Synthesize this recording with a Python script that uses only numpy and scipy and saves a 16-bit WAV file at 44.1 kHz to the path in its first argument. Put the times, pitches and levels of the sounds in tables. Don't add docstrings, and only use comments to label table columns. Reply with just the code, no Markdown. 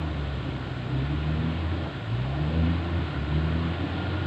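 import sys
import numpy as np
from scipy import signal
from scipy.fft import rfft, irfft, next_fast_len
from scipy.io import wavfile
from scipy.ndimage import uniform_filter1d

SR = 44100
rng = np.random.default_rng(int(sys.argv[2]) if len(sys.argv) > 2 else 0)


def field_ratio(decibels):
    return 10 ** (np.asarray(decibels, dtype=float) / 20)


def put_to_file(sound):
    columns = np.atleast_2d(sound).T
    safe = np.clip(columns, -1, 1)
    whole_steps = np.round(safe * 32767)
    wavfile.write(sys.argv[1], SR, whole_steps.astype(np.int16))


N = 188199

# multiple of the firing rate, level relative to order 2 in dB.
WEAK_ORDERS = [(1.5, -20.5), (2.5, -27), (3.5, -24.5), (4.5, -17.5), (5, -23), (6, -21)]


def exhaust(phase, orders_db):
    orders = list(enumerate(orders_db, 1))
    orders += [(m, orders_db[1] + db) for m, db in WEAK_ORDERS]
    out = np.zeros(N)
    for m, db in orders:
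        uneven = field_ratio((0.4 + 0.55 * m) * drift(11))
        spread = -m * m + 0.07 * m * drift(10)
        level = np.sqrt(2) * field_ratio(db + 0.35 - 0.57 * m)
        out += level * uneven * np.cos(m * phase + spread)
    return signal.sosfilt(signal.butter(4, 44, "high", fs=SR, output="sos"), out)


# time in seconds, firing rate in Hz.
SPEED = [(0, 80.9), (.12, 73), (.5, 66), (.84, 60.8), (1.1, 71.6), (1.48, 81), (1.82, 85), (1.91, 69.5),
         (2.06, 53), (2.3, 67.9), (2.56, 81), (2.76, 84.8), (3.0, 84), (3.17, 69.3), (3.4, 77.8),
         (3.62, 83.2), (3.86, 87), (4.27, 91)]


def engine_speed():
    return uniform_filter1d(in_time(SPEED)[0], size=SR // 25, mode="nearest")


def firing_phase(rate_hz):
    return 2 * np.pi * np.cumsum(rate_hz) / SR + 0.07 * drift(6)


# start in seconds, length in seconds, level in dB, third-order level in dB.
THROTTLE = [
    (0.919, 0.62, 0, 2),
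    (2.094, 0.67, -1, 3),
    (3.31, 0.41, 0.5, -1.5),
]


def throttle():
    t = np.arange(N) / SR
    open_s, close_s = 0.05, 0.11
    opening, push_db, third_db = np.zeros((3, N))
    for s, length, db, extra_third_db in THROTTLE:
        rise = (t - s) / open_s + 0.5
        fall = (s + length - t) / close_s + 0.5
        push = np.clip(np.minimum(rise, fall), 0, 1)
        opening += push
        push_db += push * db
        third_db += push * extra_third_db
    return opening, push_db, third_db


# centre in seconds, length in seconds, lowest order in dB, higher orders in dB.
SURGES = [(0.422, 0.048, 0, -9), (1.08, .04, 0, -6), (1.21, 0.044, 2, -4.5), (1.44, 0.064, -5.5, -1),
          (1.7, 0.069, 1.5, -2.5), (1.776, 0.058, -2.5, 5.5), (1.898, 0.048, -19, -7), (1.97, .05, 3, 2.5),
          (2.036, 0.046, -6, -8), (2.13, 0.038, 3, 2.5), (2.33, 0.057, 0, -5), (2.526, 0.047, -3.5, -1.5),
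          (2.63, 0.16, 5, 2.5), (2.84, 0.058, -1.5, -1), (2.936, 0.065, 3, 3.5), (3.105, 0.062, -9, 0),
          (3.223, .09, 1.5, 6), (3.36, 0.046, 3, 5.5), (3.507, 0.036, 0, -1.5), (3.567, 0.035, 2, 1.5),
          (3.766, 0.16, -3.5, -2), (3.872, .07, -5, 2), (4.0, .15, -4.5, -4.5)]


def surges():
    low_db, high_db = np.zeros((2, N))
    for s, length, low, high in SURGES:
        swell = bump(s, length)
        low_db += low * swell
        high_db += high * swell
    return low_db, high_db


# frequency in Hz, level in dB.
COASTING = [(54, -49), (62, -44.5), (69, -34.5), (82, -30), (130, -35), (172, -41), (210, -52), (340, -42)]
# frequency in Hz, level in dB.
PULLING = [(55, -42), (74, -30.5), (85, -28.5), (115, -26.5), (165, -29.5), (225, -52), (270, -38.5),
           (335, -45.5)]
# frequency in Hz, level in dB.
THIRD_PULLING = [(165, -41), (200, -46), (232, -43), (247, -33.5)]


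def order_levels(rate_hz, opening, push_db, third_db):
    low_db, high_db = surges()
    orders_db = []
    for m, extra_db in enumerate([low_db, high_db, high_db + third_db, high_db], 1):
        coasting = at_hz(COASTING, m * rate_hz)
        pulling = at_hz(THIRD_PULLING if m == 3 else PULLING, m * rate_hz)
        orders_db.append((1 - opening) * coasting + opening * pulling + push_db + extra_db)
    return orders_db


# frequency in Hz, density in dB per Hz.
RUMBLE = [(20, -39.5), (45, -23.5), (56, -22), (70, -6.5), (92, 2.5), (135, 1.5), (170, -2), (200, -8.5),
          (250, -7), (330, -9.5), (430, -22), (620, -13.5), (900, -89.5)]


def rumble(faster_hz, opening):
    level_db = -35 + 0.1625 * faster_hz - opening
    return field_ratio(level_db) * coloured(RUMBLE, patchy_db=-1.5)


# frequency in Hz, density in dB per Hz.
ROAR = [(180, -29), (300, -9.5), (437, -12), (715, -12.5), (1040, -14.5), (1250, -16), (1430, -13.5),
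        (1630, -18), (1800, -16.5), (2050, -20), (3190, -20), (3950, -24.5), (4600, -33.5), (5600, -52.5),
        (9000, -120)]


def roar(faster_hz, phase):
    nearer_db = 0.45 * np.arange(N) / SR
    level_db = -39.5 + 0.0677 * faster_hz + nearer_db
    puffs = 1 + 0.09 * np.cos(phase)
    return field_ratio(level_db) * water_echo(puffs * coloured(ROAR, patchy_db=0.85))


def water_echo(x):
    delay_s, echo_db, cutoff_hz = 0.002694, -12, 1230
    lag = round(delay_s * SR)
    dull = signal.lfilter(*signal.butter(1, cutoff_hz, fs=SR), x)
    late = np.concatenate([np.zeros(lag), dull[:-lag]])
    return rms_one(x + field_ratio(echo_db) * late)


# centre in seconds, length in seconds, level in dB.
BOOMS = [(.08, 0.074, -39), (.48, 0.16, -38), (1.05, 0.28, -38.5), (1.35, 0.37, -40.5), (1.76, .15, -34.5),
         (2.42, 0.12, -35.5), (2.7, .15, -33.5), (3.08, 0.19, -39.5), (3.55, .1, -38), (3.85, .08, -36),
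         (4.0, 0.063, -32.5), (4.22, .25, -38.5)]


def silencer_boom():
    return field_ratio(-4) * swells(BOOMS, rest_db=-51.5) * band_noise(hz=296.7, width_hz=56)


# time in seconds, frequency in Hz, level in dB.
PIPE = [(3.75, 276, -46), (3.9, 286, -43), (4.05, 301, -47.5), (4.2, 317, -36), (4.27, 324, -41)]


def pipe_mode():
    return tone(PIPE, wobble_hz=3.25)


# time in seconds, frequency in Hz, level in dB.
WHINE = [(3.9, 1395, -58), (3.956, 1404, -47), (4.068, 1422, -44), (4.11, 1414, -47), (4.25, 1430, -44),
         (4.268, 1421, -49)]


def gear_whine():
    return tone(WHINE, wobble_hz=2.3)


# centre in
# seconds, length in seconds, frequency in Hz, bandwidth in Hz, level in dB.
SPLASH = [(0.022, 0.015, 910, 600, -38), (1.862, 0.016, 834, 700, -38.5), (2.55, 0.11, 514, 180, -40),
          (2.404, 0.19, 705, 300, -43.5), (2.9, 0.067, 1100, 130, -51), (3.1, 0.28, 1420, 180, -48.5),
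          (3.628, 0.07, 1140, 250, -42.5), (3.53, 0.05, 1200, 1500, -43.5), (2.83, .12, 410, 70, -49.5),
          (3.97, 0.18, 760, 199, -46.5), (3.995, .4, 11300, 700, -95)]


def splashes():
    return sum(field_ratio(db) * bump(s, length) * band_noise(hz, width_hz) for s, length, hz, width_hz, db in SPLASH)


# frequency in Hz, density in dB per Hz.
HISS = [(3800, -37.5), (4600, 2), (5200, 2), (5650, -9), (5950, -2.5), (6300, -6), (7500, -2), (8100, -6.5),
        (8500, -15), (9800, -23.5), (11200, -20), (12300, -26), (13600, -19.5), (15400, -27)]


def hiss():
    return field_ratio(-67) * coloured(HISS, patchy_db=0.3)


# centre in seconds, length in seconds, level in dB.
GUSTS = [
    (0, .08, -52),
    (.35, 0.28, -61),
    (1.1, 0.5, -60),
    (2.26, .2, -54.5),
    (2.65, 0.18, -59),
    (3.25, .2, -57.5),
    (3.65, .2, -62),
    (4.27, .2, -58),
]


def breeze():
    return swells(GUSTS, rest_db=-69.5) * band_noise(hz=30, width_hz=43)


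def tone(rows, wobble_hz):
    hz, db = in_time(rows)
    fade = np.clip((np.arange(N) / SR - rows[0][0]) / 0.079, 0, 1)
    turns = np.cumsum(hz + wobble_hz * drift(12)) / SR
    return np.sqrt(2) * fade * field_ratio(db + 0.6 * drift(45)) * np.sin(2 * np.pi * turns)


def coloured(spectrum, patchy_db):
    size = next_fast_len(N)
    hz = np.arange(1, size // 2 + 2) * SR / size
    shaped = rfft(rng.standard_normal(size)) * field_ratio(at_hz(spectrum, hz))
    place = 2 * np.log2(hz / 20)
    out = np.zeros(N)
    for k in range(21):
        slice_gain = np.clip(1 - np.abs(place - k), 0, 1)
        out += irfft(shaped * slice_gain, size)[:N] * field_ratio(patchy_db * drift(9))
    return rms_one(out)


def band_noise(hz, width_hz):
    edges_hz = [hz - width_hz / 2, hz + width_hz / 2]
    band = signal.butter(4, edges_hz, "band", fs=SR, output="sos")
    return rms_one(signal.sosfilt(band, rng.standard_normal(N)))


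def drift(rate):
    r = np.exp(-80 * np.pi * rate / SR)
    noise = rng.standard_normal(N // 40 + 2002)
    slow = signal.lfilter([1], [1, -2 * r, r * r], noise)[2000:]
    return np.interp(np.arange(N) / 40, np.arange(len(slow)), rms_one(slow))


def swells(rows, rest_db):
    return field_ratio(rest_db) + sum(field_ratio(db) * bump(s, length) for s, length, db in rows)


def bump(s, length):
    return np.exp(-2 * ((np.arange(N) / SR - s) / length) ** 2)


def in_time(rows):
    s, *columns = np.transpose(rows)
    return [np.interp(np.arange(N) / SR, s, c) for c in columns]


def at_hz(points, hz):
    point_hz, db = np.transpose(points)
    return np.interp(np.log(hz), np.log(point_hz), db)


def rms_one(x):
    return x / np.sqrt(np.mean(x ** 2) + 1e-20)


def scene():
    rate_hz = engine_speed()
    phase = firing_phase(rate_hz)
    opening, push_db, third_db = throttle()
    orders_db = order_levels(rate_hz, opening, push_db, third_db)
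    faster_hz = rate_hz - 75
    engine = exhaust(phase, orders_db) + rumble(faster_hz, opening) + roar(faster_hz, phase)
    engine += silencer_boom() + pipe_mode() + gear_whine()
    return (engine + splashes() + hiss() + breeze())[None]


def top_cut(x):
    return signal.sosfilt(signal.butter(12, 15500, fs=SR, output="sos"), x)


def record(dry):
    return top_cut(dry)


dry = scene()
out = record(dry)
put_to_file(out)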